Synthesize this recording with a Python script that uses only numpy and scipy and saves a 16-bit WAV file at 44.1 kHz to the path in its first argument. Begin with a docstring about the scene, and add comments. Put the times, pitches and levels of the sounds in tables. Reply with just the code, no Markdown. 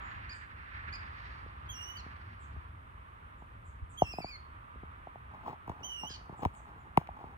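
"""A distant road is loudest at first and fades; air rumbles softly and wind puffs stir dry leaves.
Thin tit notes come and go from the start, falling tones with a fast buzz. Nearby, a water rail gives
two short pips, then three strained squeals built from harmonics, two of them ending in a low break.
Fingers knock and rub on the recorder's case, more often from 4 s on: struck resonances and rough noise.
From 6 s the hand also creeps on the case with faint extra knocks."""
import sys
import numpy as np
from scipy import signal
from scipy.fft import rfft, irfft
from scipy.io import wavfile
from scipy.ndimage import uniform_filter1d

SR = 44100
rng = np.random.default_rng(int(sys.argv[2]) if len(sys.argv) > 2 else 0)


def put_to_file(sound):
    """Save the sound as 16-bit audio at rate SR, in the file named by the first command-line argument."""
    columns = np.atleast_2d(sound).T  # one column per channel
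    safe = np.clip(columns, -1, 1)
    whole_steps = np.round(safe * 32767)
    wavfile.write(sys.argv[1], SR, whole_steps.astype(np.int16))


N = 325388
T = np.arange(N) / SR   # time of every sample, s
HZ = np.maximum(np.arange(N // 2 + 1) * SR / N, 1)   # frequency of every spectrum bin

# low rumble of air on the microphones over time: start_s, level_db
AIR_LEVEL = [(0, -51.5), (2.6, -49.5), (3.05, -54.5), (3.35, -51), (4.6, -54.5), (5.1, -52.5), (5.9, -56.5),
             (7.38, -54)]
# its spectrum, only the shape counts: frequency_hz, density_db
AIR_COLOUR = [(18, -33.5), (35, -14.5), (52, -1), (75, 0), (110, -7.5), (170, -19.5), (280, -23.5),
              (500, -42), (900, -45.5), (3000, -73)]
# spectrum of the steady hiss, only the shape counts: frequency_hz, density_db
HISS_COLOUR = [(200, 23.5), (600, 22), (1500, 9.5), (4000, -3), (7000, -8), (9500, 1), (12000, -14.5),
               (14500, -1), (16000, -23)]
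HISS_DB = -67.5

# distant road over time, before its slow waver: start_s, level_db
ROAD_LEVEL = [(0, -45.5), (.48, -55.5), (.95, -48.5), (1.6, -51), (2, -51), (2.8, -55), (3.9, -56),
              (4.8, -53), (6.4, -55), (7.38, -54)]
# its spectrum, only the shape counts: frequency_hz, density_db
ROAD_COLOUR = [(200, -12), (450, -19), (750, -9), (950, -2.5), (1200, 0.5), (1500, -6.5), (2000, -12),
               (2800, -20), (3600, -27), (5000, -48.5), (7000, -72), (15000, -77)]
# how far the left side leads for road and leaves (negative: it lags): frequency_hz, phase_radians
ROAD_PHASE = [(30, -6.5), (250, -8), (600, -3.5), (1300, -2.5), (2200, -3.5), (4050, -9), (8700, -15)]
# how alike the road is on both sides: frequency_hz, likeness_0_to_1
ROAD_LIKENESS = [(200, 0.2), (700, 0.84), (1300, 0.86), (2500, 0.21), (5000, 0.02)]
# extra treble, sinking as the traffic moves off, but never below the floor
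ROAD_BRIGHT_DB, ROAD_DULLING_DB_PER_S, ROAD_DULLEST_DB = 2.5, 0.57, -10.5

# wind puffs in dry leaves: strongest_s, half_length_s, level_db, crispness_db
PUFFS = [(0.186, 0.26, -52, -1.5), (0.81, 0.28, -52, -4), (1.26, 0.18, -56.5, 9.5), (2.038, 0.51, -62.5, 8)]
# spectrum of the rustle, only the shape counts: frequency_hz, density_db
LEAF_COLOUR = [(700, -31), (1300, 5.5), (1750, 12.5), (2400, 3), (3300, -11.5), (4500, -13.5), (5800, -29),
               (7500, -44), (15000, -71)]
LEAVES_CALM_DB = -80.5   # rustle between the puffs
CRISP_HZ = 4180   # crispness lifts the rustle above this

# tit notes, levels before the distance: start_s, length_s, start_hz, level_db
TIT_NOTES = [(0.0, 0.12, 7200, -71), (0.331, 0.039, 8370, -61.5), (2.39, 0.056, 8400, -66),
             (3.37, 0.037, 7750, -78), (3.64, 0.052, 8370, -67.5), (3.888, 0.049, 8600, -61.5),
             (6.363, 0.046, 8200, -63.5), (6.529, 0.052, 8600, -62), (6.78, .04, 7400, -77)]
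TIT_END_HZ = 6860   # the pitch each note falls towards

# slow jolts of the whole recorder: start_s, peak_db, pitch_hz
BUMPS = [(0.157, -42, 74), (2.565, -36, 71), (3.818, -32.5, 57), (4.023, -33.5, 73), (5.693, -39.5, 84),
         (6.453, -27, 86.5)]
# finger slides: strongest_s, half_length_s, level_db
RUBS = [(5.352, 0.081, -49.5), (5.488, 0.12, -39.5), (5.707, 0.096, -48), (5.837, 0.17, -50),
        (6.049, 0.034, -40.5), (6.337, .06, -56), (6.438, 0.048, -35.5), (6.69, .06, -52.5),
        (7.209, 0.11, -50.5)]
# spectrum of skin on the case, only the shape counts: frequency_hz, density_db
SKIN_COLOUR = [(40, -19), (110, -1.5), (300, -5.5), (550, -12.5), (850, 2.5), (1100, -4.5), (1450, -20.5),
               (2500, -28.5), (4500, -36.5), (9000, -50.5), (15000, -41.5)]
# finger knocks: start_s, shell_db, thump_db, hardness_0_to_1 (0 fingertip, 1 nail)
KNOCKS = [(1.46, -56, -42, 0), (2.061, -44, -41.5, 0.18), (2.561, -47, -46, 0.16),
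          (3.420, -42.5, -47, 0.74), (4.0192, -7, -21, 0.008), (4.1361, -34, -41, 0.02),
          (4.184, -23.5, -32.5, 0), (4.202, -33, -38, 0), (4.243, -26, -35.5, 0.03), (4.755, -54, -45, 0),
          (4.831, -40, -38, 0), (5.070, -33.5, -48, 0.017), (5.156, -36, -51, 0.11),
          (5.479, -29.5, -55, 0.69), (5.529, -34, -47, 0.73), (5.677, -33.5, -37.5, 0.93),
          (5.695, -28.5, -31.5, 0.92), (5.806, -45, -47, 0.83), (6.034, -31.5, -40, 0.71),
          (6.102, -46, -41.5, 0), (6.210, -47, -54, 0.044), (6.294, -35, -36.5, 0.0097),
          (6.323, -46, -40.5, 0.025), (6.391, -39.5, -43, .3), (6.451, -17.5, -33.5, 1),
          (6.4549, -22, -22.5, 0.52), (6.9737, -7.5, -14, 0.93), (7.013, -36, -58, 0.54),
          (7.0886, -30, -45, 0.35), (7.239, -34, -38.5, 0.42)]
# spectrum of the tick of a touch, before its own level: frequency_hz, gain_db
TICK_COLOUR = [(500, -12), (1500, 5), (2200, 17.5), (3000, 9), (4500, -1.5), (6300, -0.5), (8000, -7),
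               (11000, 1.5), (15000, -1), (18000, -32)]
# how far the left side leads for the case: frequency_hz, phase_radians
CASE_PHASE = [(20, 2), (110, 0.5), (350, 0.88), (800, -1.5), (1300, -1.5), (2900, -4.5), (5400, -4),
              (16000, -11.5)]
# how much louder the left side is for the case: frequency_hz, balance_db
CASE_BALANCE = [(300, 0), (800, 0.5), (1300, 3), (2400, 11.5), (6000, 0.5), (9000, 3)]
SOFT_HZ, HARD_HZ = 722, 916   # a harder touch rings the shell higher
SOFT_TICK_DB, HARD_TICK_DB = -52, -10.5   # and ticks louder, relative to the shell
SHELL_WIDTH_HZ = 206
SHELL_TOP = 1.22   # the shell stops sounding this many times above its pitch
THUMP_HZ, THUMP_WIDTH_HZ, FLEX_HZ, FLEX_WIDTH_HZ = 146, 440, 143, 74
BENDING_HZ = 804   # pitch at which the delay of bending waves is stated
SCUFF_DB, SCUFF_S = -30.5, 0.014   # drag after a knock: level relative to the shell, decay time
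GRIP_FROM_S, GRIP_TO_S, GRIP_DB, GRIP_WAVER_DB = 6, 7.35, -61, 2   # the hand creeping on the case
CREAK_DB, CREAK_SPREAD_DB, CREAK_HARDNESS = -51.5, 2, .2   # faint random knocks meanwhile

# one list per squeal, levels before the throat's colour: start_s, pitch_hz, level_db
SQUEALS = [
    [(1.69, 3190, -56), (1.703, 3324, -44), (1.727, 3106, -53), (1.755, 2822, -51.5), (1.825, 2860, -45.5),
     (1.862, 2910, -52), (1.9, 2943, -45.5), (1.94, 3000, -60), (1.975, 2937, -48.5)],
    [(3.974, 3050, -56), (3.986, 3340, -45.5), (4.04, 2785, -53.5), (4.075, 2620, -46), (4.115, 2800, -49),
     (4.137, 2470, -47), (4.17, 2545, -53), (4.205, 2675, -54), (4.225, 2284, -45.5), (4.26, 2290, -49.5),
     (4.295, 2480, -49), (4.32, 2253, -48), (4.366, 2135, -46.5)],
    [(5.832, 2840, -46.5), (5.847, 3065, -41), (5.875, 3113, -48.5), (5.905, 2962, -43.5),
     (5.965, 2945, -45), (6.007, 2777, -44.5), (6.06, 2884, -45), (6.082, 3090, -45.5), (6.098, 3290, -54)],
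]
# one row per squeal: octave_db, overtones_db, pitch_jitter_share
SQUEAL_COLOUR = [(0, -14.5, 0.0078), (1, -19, .012), (-2, -19.5, 0.0085)]
# throat's effect on a squeal's two lowest harmonics: frequency_hz, gain_db
SQUEAL_THROAT = [(2200, -9), (2550, -2.5), (2950, -1.7), (3300, 0), (4500, -3.5), (5200, -9.5), (5900, -8),
                 (6600, -9.5)]
# colour of a squeal's higher harmonics: frequency_hz, gain_db
OVERTONES = [(6500, 12.5), (8800, -9.5), (10200, 6.5), (11500, -17), (13200, 3), (14800, -9.5),
             (16000, -13)]
# echoes interfere, so the two lowest harmonics waver at random in opposite directions
WAVER_DB, WAVERS_PER_S = 4.5, 32.4
STRAIN_HZ, SLACK_DB_PER_OCTAVE = 2750, 61   # overtones are full above this pitch and fade below it
# pips, levels before the throat's colour: start_s, length_s, top_pitch_hz, level_db
PIPS = [(.294, .042, 2495, -47.5), (.926, .035, 2514, -44.5)]
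PIP_ARCH_HZ, PIP_SWELL_DB, PIP_ROUGH = 326, 5, 0.02   # pitch and level arch over a pip
PIP_PEAK_AT = .62   # share of a pip's length at which it is loudest
# low ends of two squeals, before the throat: start_s, length_s, start_hz, level_db, roughness_0_to_1
BREAKS = [(1.97, .04, 1567, -52.5, .1), (6.094, .072, 1696, -50, 0.75)]
BREAK_FALL_HZ, BREAK_FADE_DB, BREAK_BEND = 259, 4.5, 1.2   # they sink and fade, faster near the end
# the throat in pips and breaks: frequency_hz, gain_db
THROAT = [(1450, -25), (1700, -8), (2400, -7), (3100, -2), (3700, -15), (4300, 2), (5100, -4), (5700, -10),
          (6500, -11.5), (7500, -27.5), (10000, -34), (12500, -51), (15500, -43)]
# how far the left side leads for the rail (negative: it lags): frequency_hz, phase_radians
RAIL_PHASE = [(1000, 2), (2500, -2.5), (3000, -3.5), (4500, -4.5), (5200, -6.5), (5900, -8.5),
              (9000, -13.5), (16000, -24.5)]
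# how much louder the left side is for the rail: frequency_hz, balance_db
RAIL_BALANCE = [(2000, 3.5), (3000, -7.5), (4700, -2), (6000, -7), (9000, 0.5), (14000, 0.5)]

WOOD_T60_S = 0.38   # time for the far echoes' decay curve to drop 60 dB
CUTOFF_HZ = 15900


def from_db(db):
    """Turn decibels into gain."""
    return 10 ** (np.asarray(db) / 20)


def rms_one(x):
    """Scale to unit power."""
    return x / np.sqrt(np.mean(x ** 2) + 1e-20)


def at_hz(points, hz):
    """Read a curve along a logarithmic frequency axis."""
    f, value = np.transpose(points)
    return np.interp(np.log(hz), np.log(f), value)


def in_time(rows, t=T):
    """Read every column of a curve at times t."""
    s, *columns = np.transpose(rows)
    return [np.interp(t, s, c) for c in columns]


def drift(rate, size=N):
    """Wander at random with a spread of about 1, through `rate` new values per second."""
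    knots = rng.standard_normal(int(size / SR * rate) + 3)
    position = np.arange(size) / SR * rate
    return np.interp(position, np.arange(len(knots)), knots) * np.sqrt(3 / 2)


def noise(colour):
    """Make noise of unit power with a given spectrum."""
    white = rfft(rng.standard_normal(N))
    return rms_one(irfft(white * from_db(at_hz(colour, HZ)), N))


def noise_pair(colour):
    """Make independent noise for the left and right sides."""
    return np.array([noise(colour), noise(colour)])


def place(x, phase, pan_db):
    """Give one sound to both microphones, shifted in phase and level (positive pan: louder left)."""
    spectrum = rfft(x)
    left = spectrum * np.exp(1j * at_hz(phase, HZ)) * from_db(pan_db / 2)
    right = spectrum * from_db(-pan_db / 2)
    return irfft([left, right], N)


def resonate(x, hz, width_hz):
    """Ring at one pitch with a peak gain of 1; a narrower width rings longer."""
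    r = np.exp(-np.pi * width_hz / SR)
    feed = np.array([1, 0, -1]) * (1 - r * r) / 2
    return signal.lfilter(feed, [1, -2 * r * np.cos(2 * np.pi * hz / SR), r * r], x)


def cut(x, hz, kind, order):
    """Apply a Butterworth filter."""
    return signal.sosfilt(signal.butter(order, hz, kind, fs=SR, output="sos"), x)


def add(out, sound, s):
    """Mix a sound in from time s."""
    i = max(round(s * SR), 0)
    out[i:i + len(sound)] += sound[:N - i]


def thicket(x, near_db, far_db, near_t60):
    """Nearby twigs scatter a quick spray of echoes; distant trunks add a longer, duller tail."""
    t = np.arange(SR) / SR
    white = rng.standard_normal((2, 2, SR))
    near = white[0] * from_db(-60 * t / near_t60) * (t > .002)
    build_up = 1 - np.exp(-t / 0.029)
    far = cut(white[1], 9400, "low", order=2) * from_db(-60 * t / WOOD_T60_S) * build_up
    echoes = (from_db(near_db) * rms_one(near) + from_db(far_db) * rms_one(far)) / np.sqrt(SR)
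    return signal.fftconvolve(x[None], echoes, axes=1)[:, :N]


def air(lump_db, own_db):
    """Air makes a lumpy low rumble, nearly alike on both sides, over a faint even hiss."""
    level_db, = in_time(AIR_LEVEL)
    rumble = noise(AIR_COLOUR) + from_db(own_db) * noise_pair(AIR_COLOUR)
    hiss = from_db(HISS_DB) * noise_pair(HISS_COLOUR)
    return rumble * from_db(level_db + lump_db * drift(18)) + hiss


def road(pan_db, waver_db):
    """Far tyres roar as noise from the right, part shared and part scattered, with sinking treble."""
    level_db, = in_time(ROAD_LEVEL)
    bright_db = np.maximum(ROAD_BRIGHT_DB - ROAD_DULLING_DB_PER_S * T, ROAD_DULLEST_DB)
    alike = np.clip(at_hz(ROAD_LIKENESS, HZ), 0, 1)
    direct = rfft(place(noise(ROAD_COLOUR), ROAD_PHASE, pan_db))
    scattered = rfft(noise_pair(ROAD_COLOUR))
    roar = direct * np.sqrt(alike) + scattered * np.sqrt(1 - alike)
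    treble = irfft(roar / (1 + (1800 / HZ) ** 4), N)
    brightened = irfft(roar, N) + (from_db(bright_db) - 1) * treble
    return brightened * from_db(level_db + waver_db * drift(18))


def leaves(flicker_db):
    """Dry leaves rub in the wind: flickering noise that swells with each puff."""
    stir, crisp = from_db(LEAVES_CALM_DB), 0
    for s, half, db, crisp_db in PUFFS:
        swell = from_db(db) * np.exp(-((T - s) / half) ** 2)
        stir = stir + swell
        crisp = crisp + swell * (from_db(crisp_db) - 1)
    shared = place(noise(LEAF_COLOUR), ROAD_PHASE, pan_db=-6.5)
    rustle = shared + from_db(-2.0) * noise_pair(LEAF_COLOUR)
    treble = irfft(rfft(rustle) / (1 + (CRISP_HZ / HZ) ** 6), N)
    return (rustle * stir + treble * crisp) * from_db(flicker_db * drift(60))


def tit(trill_hz, depth_share):
    """The tit sings thin falling tones whose pitch buzzes by a share of each note's fall."""
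    out = np.zeros(N)
    for s, length, start_hz, level_db in TIT_NOTES:
        u = np.linspace(0, 1, int(length * SR))   # progress through the note
        fall_hz = start_hz - TIT_END_HZ
        buzz = depth_share * fall_hz * np.sin(2 * np.pi * trill_hz * length * u)
        pitch = start_hz - fall_hz * u ** 0.97 + buzz + 90 * drift(614, len(u))
        envelope = np.sqrt(2 * np.abs(np.sin(np.pi * u)))
        add(out, from_db(level_db) * envelope * np.sin(2 * np.pi * np.cumsum(pitch) / SR), s)
    return out


def bumps(width_hz):
    """The whole recorder jolts in the hand for a few slow cycles, as a damped low resonance."""
    out = np.zeros(N)
    for s, peak_db, hz in BUMPS:
        push = resonate(signal.unit_impulse(SR // 5), hz, width_hz)
        jolt = cut(resonate(push, hz, width_hz), 102, "low", order=3)
        add(out, from_db(peak_db) * jolt / np.abs(jolt).max(), s)
    return out


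def rubs(slip_db):
    """Skin sticks and slips as uneven noise: in slides, after knocks and under the creeping grip."""
    slides = sum(from_db(db) * np.maximum(1 - np.abs(T - s) / half, 0) ** 2.35 for s, half, db in RUBS)
    scuffs = sum(from_db(shell_db + SCUFF_DB) * (T > s) * np.exp(-np.abs(T - s) / SCUFF_S)
                 for s, shell_db, *_ in KNOCKS)
    gripping = (T > GRIP_FROM_S) * (T < GRIP_TO_S)
    grip = gripping * from_db(GRIP_DB + GRIP_WAVER_DB * drift(15))
    skin = rms_one(noise(SKIN_COLOUR) * from_db(slip_db * drift(280)))
    return (slides + scuffs + grip) * skin


def creaks(count=8):
    """List faint knocks at random times while the grip creeps, as rows like those of KNOCKS."""
    times = rng.uniform(GRIP_FROM_S, min(GRIP_TO_S, T[-1]), count)
    levels = CREAK_DB + CREAK_SPREAD_DB * rng.standard_normal((count, 2))
    return [(s, *db, CREAK_HARDNESS) for s, db in zip(times, levels)]


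def knocks(spread_s, tick_s, tick_db):
    """A touch gives a gritty tick, a short ring of the shell and a thump that sags into a slow flex."""
    click = signal.unit_impulse(SR // 10)
    t = np.arange(len(click)) / SR
    hz = np.maximum(np.fft.rfftfreq(len(click), 1 / SR), 1)
    # low bending waves travel slower, so every knock sweeps downwards;
    # spread_s is the full delay at BENDING_HZ, and each part below takes its own multiple
    bending = -4j * np.pi * spread_s * np.sqrt(BENDING_HZ * hz)
    flex = resonate(resonate(click, FLEX_HZ, FLEX_WIDTH_HZ), FLEX_HZ, 216)
    thump = resonate(click, THUMP_HZ, THUMP_WIDTH_HZ) + from_db(3.0) * flex
    thump = irfft(rfft(cut(thump, 767, "low", order=4)) * np.exp(bending * 1.696))
    thump /= np.abs(thump).max()
    # follows the tick's level, so it is strongest in hard touches
    upper_mode = from_db(-3.5) * np.sin(2 * np.pi * 2150 * t) * np.exp(-t / 0.00063)
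    out = np.zeros(N)
    for s, shell_db, thump_db, hardness in [*KNOCKS, *creaks()]:
        shell_hz = SOFT_HZ + hardness * (HARD_HZ - SOFT_HZ)
        hard_db = shell_db + SOFT_TICK_DB + hardness * (HARD_TICK_DB - SOFT_TICK_DB)
        # a crack, then a faint scuff
        fade = np.exp(-t / tick_s) + from_db(-33) * np.exp(-t / 0.031)
        grit = rng.standard_normal(len(click)) * fade
        tick = irfft(rfft(grit) * from_db(at_hz(TICK_COLOUR, hz)) * np.exp(bending / 2))
        tick *= from_db(tick_db) / np.abs(grit).max()
        shell = cut(resonate(click, shell_hz, SHELL_WIDTH_HZ), shell_hz * SHELL_TOP, "low", order=6)
        shell = irfft(rfft(cut(shell, 360, "high", order=2)) * np.exp(bending / 2))
        shell /= np.abs(shell).max()
        knock = from_db(shell_db) * shell + from_db(thump_db) * thump
        add(out, knock + from_db(hard_db) * (tick + upper_mode), s)
    return out


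def syrinx(rows, jitter, flutter_db, edge_s):
    """The bird's voice box sounds one note: returns pitch, phase, fluttering envelope and levels."""
    start, end = rows[0][0], rows[-1][0]
    t = np.arange(start - edge_s / 2, end + edge_s / 2, 1 / SR)
    pitch, *levels = in_time(rows, t)
    pitch = uniform_filter1d(pitch, size=300) * (1 + jitter * drift(504.6, len(t)))
    edges = np.clip(np.minimum(t - t[0], t[-1] - t) / edge_s, 0, 1)
    gate = np.sin(np.pi / 2 * edges) ** 2
    envelope = np.sqrt(2) * gate * from_db(flutter_db * drift(224.3, len(t)))
    return pitch, 2 * np.pi * np.cumsum(pitch) / SR, envelope, levels


def short_shapes(count=9):
    """Shape arching pips and sinking breaks as curves of time, pitch and level, with roughness."""
    u = np.linspace(0, 1, count)   # progress through the note
    arch, swell, sink = (2 * u - 1) ** 2, (2 * (u - PIP_PEAK_AT)) ** 2, u ** BREAK_BEND
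    shapes = []
    for s, length, hz, db in PIPS:
        curve = np.c_[s + length * u, hz - PIP_ARCH_HZ * arch, db - PIP_SWELL_DB * swell]
        shapes.append((curve, PIP_ROUGH))
    for s, length, hz, db, rough in BREAKS:
        curve = np.c_[s + length * u, hz - BREAK_FALL_HZ * sink, db - BREAK_FADE_DB * sink]
        shapes.append((curve, rough))
    return shapes


def short_notes(second_voice, rasp):
    """The throat favours harmonics near its resonances; the other side of the syrinx roughens them."""
    out = np.zeros(N)
    for rows, rough in short_shapes():
        pitch, phase, envelope, (note_db,) = syrinx(rows, jitter=.003, flutter_db=1.3, edge_s=0.0053)
        voice = sum(from_db(at_hz(THROAT, k * pitch)) * np.sin(k * phase) for k in range(1, 8))
        # a beat at 3/8 of the pitch splits each harmonic into strands
        strands = second_voice * np.sin(phase * 3 / 8)
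        voice *= 1 + rough * (strands + rasp * drift(2900, len(phase)))
        add(out, voice * envelope * from_db(note_db), rows[0][0] - .003)
    return out


def squeals(rasp_db):
    """Strained notes: two low harmonics waver oppositely, overtones break up, a little rasp on top."""
    out = np.zeros(N)
    for rows, (own_octave_db, overtone_db, jitter) in zip(SQUEALS, SQUEAL_COLOUR):
        pitch, phase, envelope, (level_db,) = syrinx(rows, jitter=jitter, flutter_db=1.0, edge_s=.005)
        size = len(phase)
        waver_db = WAVER_DB * drift(WAVERS_PER_S, size)
        first_db = level_db + at_hz(SQUEAL_THROAT, pitch) + waver_db / 2
        octave_db = level_db + at_hz(SQUEAL_THROAT, 2 * pitch) + own_octave_db - waver_db
        slack_db = SLACK_DB_PER_OCTAVE * np.minimum(np.log2(pitch / STRAIN_HZ), 0)
        upper_db = level_db + overtone_db + slack_db
        voice = from_db(first_db) * np.sin(phase) + from_db(octave_db) * np.sin(2 * phase)
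        for k in range(3, 7):
            breakup_db = 3.2 * drift(45, size) + 3 * drift(700, size) - 1.5
            harmonic_db = upper_db + breakup_db + at_hz(OVERTONES, k * pitch)
            voice += from_db(harmonic_db) * np.sin(k * phase)
        # the rasp pulses once per cycle of the voice
        rasp = cut(rng.standard_normal(size), 4500, "high", order=4) * (1 + np.sin(phase))
        add(out, (voice + from_db(octave_db + rasp_db) * rasp) * envelope, rows[0][0] - .003)
    return out


def birds(tit_db):
    """The tit is heard mostly through the trees; the rail is close by on the right."""
    far_bird = tit(trill_hz=123.7, depth_share=0.5)
    far = from_db(tit_db) * far_bird + thicket(far_bird, near_db=-4, far_db=-34, near_t60=0.31)
    rail = short_notes(second_voice=0.97, rasp=0.47) + squeals(rasp_db=-51)
    near = place(rail, RAIL_PHASE, at_hz(RAIL_BALANCE, HZ))
    return far + near + thicket(rail, near_db=-8.5, far_db=-19, near_t60=.26)


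def scene():
    """Add up the background, the hand on the case and the birds."""
    background = air(lump_db=1.6, own_db=-17) + road(pan_db=-3.5, waver_db=.5) + leaves(flicker_db=2.0)
    touches = bumps(width_hz=52) + rubs(slip_db=3.0)
    touches += knocks(spread_s=0.001305, tick_s=0.00068, tick_db=-2.0)
    hand = place(touches, CASE_PHASE, at_hz(CASE_BALANCE, HZ))
    return background + hand + birds(tit_db=-22)


def record(dry):
    """Cut the top steeply with an elliptic low-pass filter."""
    return signal.sosfilt(signal.ellip(10, .3, 70, CUTOFF_HZ, fs=SR, output="sos"), dry)


dry = scene()
out = record(dry)
put_to_file(out)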